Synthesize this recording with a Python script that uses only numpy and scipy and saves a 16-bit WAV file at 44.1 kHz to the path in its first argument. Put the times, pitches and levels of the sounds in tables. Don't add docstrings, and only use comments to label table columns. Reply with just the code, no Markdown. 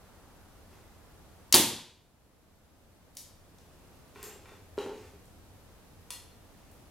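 import sys
import numpy as np
from scipy import signal
from scipy.fft import rfft, irfft, next_fast_len
from scipy.io import wavfile
from scipy.ndimage import uniform_filter1d

SR = 44100
rng = np.random.default_rng(int(sys.argv[2]) if len(sys.argv) > 2 else 0)


def inscribe(sig):
    pcm = np.round(np.clip(np.atleast_2d(sig).T, -1, 1) * 32767)
    wavfile.write(sys.argv[1], SR, pcm.astype(np.int16))


N = 304422
TIME = np.arange(N) / SR

# (frequency [Hz], level [dB])
CLICK_COLOUR = [(20, -53.5), (100, -32), (500, -22), (950, -13), (1600, -13), (3300, -2), (6500, -1.5),
                (11000, -0.5), (16000, -8)]
# (frequency [Hz], level [dB])
SLAP_COLOUR = [(20, -44), (55, -28.5), (110, -3.5), (300, -2), (600, -4), (950, -1.5), (1300, -9.5),
               (2100, -5.5), (3400, -2), (5500, -6), (11000, -4.5), (16000, -11)]
# (frequency [Hz], level [dB], t60 [s])
QUIVER_MODES = [(285, -20, 0.086), (399, -9.5, 0.081), (428, 0, 0.056), (501, -5, 0.088),
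                (819, -11.5, 0.047), (892, -10, 0.068), (1040, -20, 0.027), (1360, -14.5, 0.02),
                (1905, -21.5, 0.03), (2355, -22, 0.015), (2897, -20, 0.031), (3163, -26.5, 0.039),
                (3900, -22, 0.018)]


def gain_of(db):
    return 10 ** (np.asarray(db) / 20)


def unit_rms(x):
    return x / np.sqrt(np.mean(x ** 2) + 1e-20)


def curve_at(points, hz):
    f, value = np.transpose(points)
    return np.interp(np.log(hz + 1), np.log(f + 1), value)


def add(mix, s, sound):
    part = mix[round(s * SR):][:len(sound)]
    part += sound[:len(part)]


def hold_and_fade(t, length, release_s):
    return np.exp(-np.maximum(t - length, 0) / release_s)


def causal(magnitude):
    log_gain = np.log(magnitude + 1e-9)
    mirrored = np.r_[log_gain, log_gain[-2:0:-1]]
    return np.exp(np.conj(signal.hilbert(mirrored)))[:len(magnitude)]


def coloured(x, spectrum, size=4096):
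    shape = gain_of(curve_at(spectrum, np.fft.rfftfreq(size, 1 / SR)))
    return signal.oaconvolve(x, irfft(causal(shape)))[:len(x)]


def noise(spectrum):
    size = next_fast_len(N)
    shape = gain_of(curve_at(spectrum, np.fft.rfftfreq(size, 1 / SR)))
    return unit_rms(irfft(rfft(rng.standard_normal(size)) * shape, size)[:N])


def cracks(contacts, spectrum, resonance_db=6, octaves_wide=0.33, size=4096):
    out, t = np.zeros(N), np.arange(size) / SR
    hz = np.fft.rfftfreq(size, 1 / SR) + 1
    for s, db, decay, tilt, ring_hz in contacts:
        impacts = rfft(rng.standard_normal(size) * np.exp(-t / decay))
        impacts /= causal(abs(impacts))
        colour_db = curve_at(spectrum, hz) + tilt * np.log2(np.maximum(hz, 1000) / 1000)
        colour_db += resonance_db / (1 + (np.log2(hz / ring_hz) / octaves_wide) ** 2)
        burst = irfft(impacts * causal(gain_of(colour_db)))
        add(out, s, gain_of(db) * burst / np.linalg.norm(burst))
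    return out


def struck(blows, modes, pivot_hz, low_cut_hz):
    out, t = np.zeros(N), np.arange(SR // 2) / SR
    rings = np.array([gain_of(db) * np.exp(-np.log(1000) * t / t60) * np.sin(2 * np.pi * hz * t)
                      for hz, db, t60 in modes])
    octaves = np.log2(np.array(modes)[:, 0] / pivot_hz)
    for s, db, tilt in blows:
        add(out, s, gain_of(db + tilt * octaves) @ rings)
    return signal.sosfilt(signal.butter(2, low_cut_hz, "high", fs=SR, output="sos"), out)


def outdoors(air_db=-57, drone_hz=84, rush_db=-66, rush_fade_db_per_s=3.5):
    # (frequency [Hz], level [dB])
    air_colour = [(12, -30.5), (20, -5), (48, -4.5), (81, -2), (134, -9), (168, -8.5), (293, -11),
                  (399, -14.5), (485, -13.5), (574, -14.5), (1330, -22.5), (2200, -28), (7310, -33),
                  (13200, -34), (16000, -40.5)]
    # (frequency [Hz], side minus mid [dB])
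    air_width = [(30, -7), (80, -7.5), (200, -6.5), (1200, -6), (2400, -1), (5000, -.5), (15000, 1)]
    # (time [s], level [dB])
    drone_swell = [(0, -68), (2.5, -68.5), (4.2, -70), (4.8, -55.5), (5.3, -62.5), (6.0, -61), (6.9, -71)]
    # (frequency [Hz], level [dB])
    rush_colour = [(150, -22), (800, 0), (1500, -3), (2300, -16.5), (6000, -45)]
    mid, side = noise(air_colour), coloured(noise(air_colour), air_width)
    drone = noise([(drone_hz / 2, -60), (drone_hz * .88, -8), (drone_hz, 0),
                   (drone_hz * 1.3, -8), (drone_hz * 2, -70)])
    drone *= gain_of(np.interp(TIME, *np.transpose(drone_swell)))
    rush = gain_of(rush_db - rush_fade_db_per_s * TIME) * noise(rush_colour)
    return gain_of(air_db) * np.array([mid + side, mid - side]) + drone + rush


def shed_tail(build_s=0.011):
    # (frequency [Hz], t60 [s])
    reverb_time = [(100, .5), (350, .47), (1000, .53), (3500, .55), (7000, .46), (11000, .38),
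                   (14000, 0.34), (16000, 0.18)]
    hz, t, bands = signal.stft(rng.choice([-1., 1.], SR), SR, nperseg=256)
    decay = np.exp(-np.log(1000) * t / curve_at(reverb_time, hz)[:, None])
    tail = signal.istft(bands * decay, SR, nperseg=256)[1][:SR]
    tail *= 1 - np.exp(-(TIME[:SR] / build_s) ** 2)
    return tail / np.linalg.norm(tail)


def shed(x, wet_db, left_db=0.25):
    # (frequency [Hz], side minus mid [dB])
    tail_width = [(60, -13), (250, -25), (700, -17), (2400, -18), (4400, -8.5), (8000, -3), (11000, -0.5),
                  (15000, 0.5)]
    # (delay [s], gain [ratio])
    echoes = [(.0029, .36), (.0052, .2), (.0079, .15), (0.0124, .2)]
    mid = gain_of(wet_db) * shed_tail()
    side = gain_of(wet_db) * coloured(shed_tail(), tail_width)
    mid[0] += 1
    for delay, gain in echoes:
        add(mid, delay, np.array([gain]))
    response = np.array([mid + side, mid - side]) * gain_of([[left_db / 2], [-left_db / 2]])
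    return signal.oaconvolve(x[None], response, axes=1)[:, :N]


def rubbing(grain_db=1.5, slips_per_s=5000, hollow=.4, attack_s=0.0045, release_s=0.05):
    # (start [s], length [s], level [dB])
    rubs = [(0.7, 0.051, -66), (3.55, 0.62, -76), (4.147, 0.064, -59), (4.215, 0.083, -57.5),
            (4.444, .08, -64.5), (4.771, 0.027, -51.5), (4.921, 0.13, -62), (6.52, 0.25, -76)]
    # (frequency [Hz], level [dB])
    rub_colour = [(20, -22), (150, -10), (420, -6.5), (900, -0.5), (1700, -2.5), (2600, -2), (4200, -10.5),
                  (7000, -10.5), (16000, -21)]
    slips = rng.standard_normal(N) * (rng.random(N) < slips_per_s / SR)
    slips *= gain_of(grain_db * np.minimum(rng.exponential(1, N), 4))
    body = struck([(0.00011, 0, 4)], QUIVER_MODES, pivot_hz=420, low_cut_hz=265)[:SR // 10]
    through_body = np.sqrt(hollow) * unit_rms(signal.oaconvolve(slips, body)[:N])
    direct = np.sqrt(1 - hollow) * unit_rms(coloured(slips, rub_colour))
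    strokes = [gain_of(db) * np.clip((TIME - s) / attack_s, 0, 1)
               * hold_and_fade(TIME - s, length, release_s) for s, length, db in rubs]
    return np.linalg.norm(strokes, axis=0) * (direct + through_body)


def gear_taps(decay_s=0.0053):
    # (time [s], energy [dB], tilt [dB/octave], resonance [Hz])
    taps = [(1.898, -33, -2.5, 6540), (3.151, -32, 1.5, 12100), (3.585, -36, -3, 6000),
            (5.255, -39, 5, 8000), (6.7147, -35.5, 9, 11020)]
    return cracks([(s, db, decay_s, tilt, hz) for s, db, tilt, hz in taps], CLICK_COLOUR)


def belt_clatter():
    # (time [s], level [dB], tilt [dB/octave])
    bumps = [(4.159, -49.5, 0), (4.232, -51, -3), (4.457, -53.5, 2), (4.492, -56, 1.5)]
    # (frequency [Hz], level [dB], t60 [s])
    gear_modes = [(423, 0.5, 0.093), (1050, 1.5, 0.03), (1405, -1, 0.027), (1530, -7, 0.023),
                  (1896, -3, .045), (2327, -0.5, 0.03), (3550, -7, .035)]
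    return struck(bumps, gear_modes, pivot_hz=1400, low_cut_hz=302)


def release_clink():
    # (time [s], level [dB], tilt [dB/octave])
    clinks = [(4.229, -47, 7), (4.256, -50, -7.5)]
    # (frequency [Hz], level [dB], t60 [s])
    metal_modes = [(5146, -18, .1), (6675, -5, 0.093), (7470, -3, .11), (7540, -6, 0.11), (8586, -16, .18),
                   (9700, -9, .05), (11800, -1, .02), (12900, -4, .03), (14090, -1, .018)]
    return struck(clinks, metal_modes, pivot_hz=7500, low_cut_hz=3000)


def shaft_ring():
    # (time [s], level [dB], tilt [dB/octave])
    nocking = [(6.1056, -48.5, 0)]
    # (frequency [Hz], level [dB], t60 [s])
    shaft_modes = [(985, 0.5, 0.056), (1940, -7, 0.1), (2817, -3, 0.075), (3480, -1, 0.049),
                   (4260, 5, 0.032), (5360, 1.5, 0.027), (10400, -1, .05)]
    return struck(nocking, shaft_modes, pivot_hz=3500, low_cut_hz=800)


def quiver_knocks():
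    # (time [s], level [dB], tilt [dB/octave])
    knocks = [(4.36, -49, -8), (4.52, -49, -7), (4.7790, -26, -3.5), (4.7862, -40, 7), (4.8625, -32.5, 0),
              (4.895, -36, 0), (5.01, -60, -4), (5.135, -50.5, -13)]
    return struck(knocks, QUIVER_MODES, pivot_hz=418.6, low_cut_hz=310)


def latches(touch_lead_s=.0011, touch_decay_s=0.0012, settle_decay_s=0.0036, settle_pitch=0.61):
    # (time [s], energy [dB], decay [s], tilt [dB/octave], resonance [Hz],
    #         settling delay [s], settling against the snap [dB])
    snaps = [(1.5265, 8, 0.00063, 0.5, 6400, .0027, -12.5), (3.1704, -13.5, 0.0027, 2.5, 5370, 0.0064, -9),
             (4.2290, -23, 0.0014, -1.5, 13500, .010, -1.5),
             (6.1056, -14.5, 0.00049, -2, 10400, 0.0047, -8.5)]
    contacts = []
    for s, db, decay, tilt, hz, settle_s, settle_db in snaps:
        touch = (s - touch_lead_s, db - 8, touch_decay_s, tilt - 3.5, hz)
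        settle = (s + settle_s, db + settle_db, settle_decay_s, tilt - 1.5, hz * settle_pitch)
        contacts += [touch, (s, db, decay, tilt, hz), settle]
    return cracks(contacts, CLICK_COLOUR)


def bow_ring():
    # (time [s], level [dB], tilt [dB/octave])
    jolts = [(1.5412, -24.5, -4), (1.5490, -17.5, 2), (1.598, -19.5, -5.5)]
    # (frequency [Hz], level [dB], t60 [s])
    bow_modes = [(116.8, -16.5, 0.62), (171, -15, .3), (222, -11, 0.24), (255, -9.5, 0.2), (292, -9, 0.16),
                 (322, 0.5, 0.089), (353.2, 2.5, 0.13), (457, 2, 0.11), (610, -4.5, 0.026),
                 (823, -7.5, 0.089), (908, -2, 0.12), (977, -9, 0.14)]
    return struck(jolts, bow_modes, pivot_hz=355, low_cut_hz=98)


def arrow_zip(roughness=.35, jitter=0.07):
    # (start [s], length [s], start pitch [Hz], glide [octaves], peak [dB], swell [dB])
    zips = [(1.5385, .0045, 2550, .92, 9, 22.5), (1.544, .0035, 10530, .11, -1, 2)]
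    out = np.zeros(N)
    for s, length, hz, octaves, db, swell_db in zips:
        t = np.arange(0, 2 * length, 1 / SR)
        speed = np.minimum(t / length, 1)
        wobble, grit = rng.standard_normal((2, SR))[:, :len(t)]
        pitch = hz * 2 ** (octaves * speed) * (1 + jitter * unit_rms(uniform_filter1d(wobble, size=8)))
        squeal = np.sin(2 * np.pi * np.cumsum(pitch) / SR)
        squeal += roughness * unit_rms(coloured(grit, SLAP_COLOUR))
        swell = gain_of(db - swell_db * (1 - speed ** 3))
        add(out, s, swell * hold_and_fade(t, length, release_s=.0003) * squeal)
    return out


def bowstring(gap_s=.0059, rebound_db=15, loss_db=3.5, decay_s=.0018, tilt=-1, ring_hz=7000):
    # (time [s], energy [dB], decay [s], tilt [dB/octave], resonance [Hz])
    slaps = [(1.5440, 17.5, 0.0032, 2.5, 10740), (1.5470, 16.5, 0.0067, 0, 3684),
             (1.5534, 18.5, .002, 2, 3874)]
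    last_slap_s = slaps[-1][0]
    rebounds = [(last_slap_s + (k + 1) * gap_s, rebound_db - k * loss_db, decay_s, tilt, ring_hz)
                for k in range(3)]
    return sum(shed(cracks([contact], SLAP_COLOUR), wet_db=-2.0) for contact in slaps + rebounds)


def scene():
    shot = bowstring() + shed(arrow_zip(), wet_db=-12.5) + shed(bow_ring(), wet_db=-5.0)
    clicks = shed(latches() + gear_taps(), wet_db=-0.5, left_db=1.6)
    quiver = shed(quiver_knocks(), wet_db=-1.0)
    handling = shed(release_clink() + shaft_ring() + belt_clatter() + rubbing(), wet_db=1.5)
    return shot + clicks + quiver + handling + outdoors()


def microphone_ports(x, port_hz=11700):
    notch = signal.iirnotch(port_hz, Q=7, fs=SR)
    return np.array([x[0], 2 * signal.lfilter(*notch, x[1]) - x[1]])


def record(dry, threshold_db=-12.0, recovery_db_per_s=4.5, ceiling=.78, high_cut_hz=16050):
    heard = microphone_ports(dry)
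    power = uniform_filter1d((heard ** 2).mean(0), size=400)
    power_db = 10 * np.log10(abs(power) + 1e-12)
    recovery_db = TIME * recovery_db_per_s
    held_db = np.maximum.accumulate(power_db + recovery_db) - recovery_db
    duck_db = uniform_filter1d(np.maximum(held_db - threshold_db, 0), size=64)
    clipped = np.clip(heard / gain_of(duck_db), -ceiling, ceiling)
    high_cut = signal.firwin(301, high_cut_hz, window=("kaiser", 9), fs=SR)
    return signal.oaconvolve(clipped, high_cut[None], "same")


dry = scene()
out = record(dry)
inscribe(out)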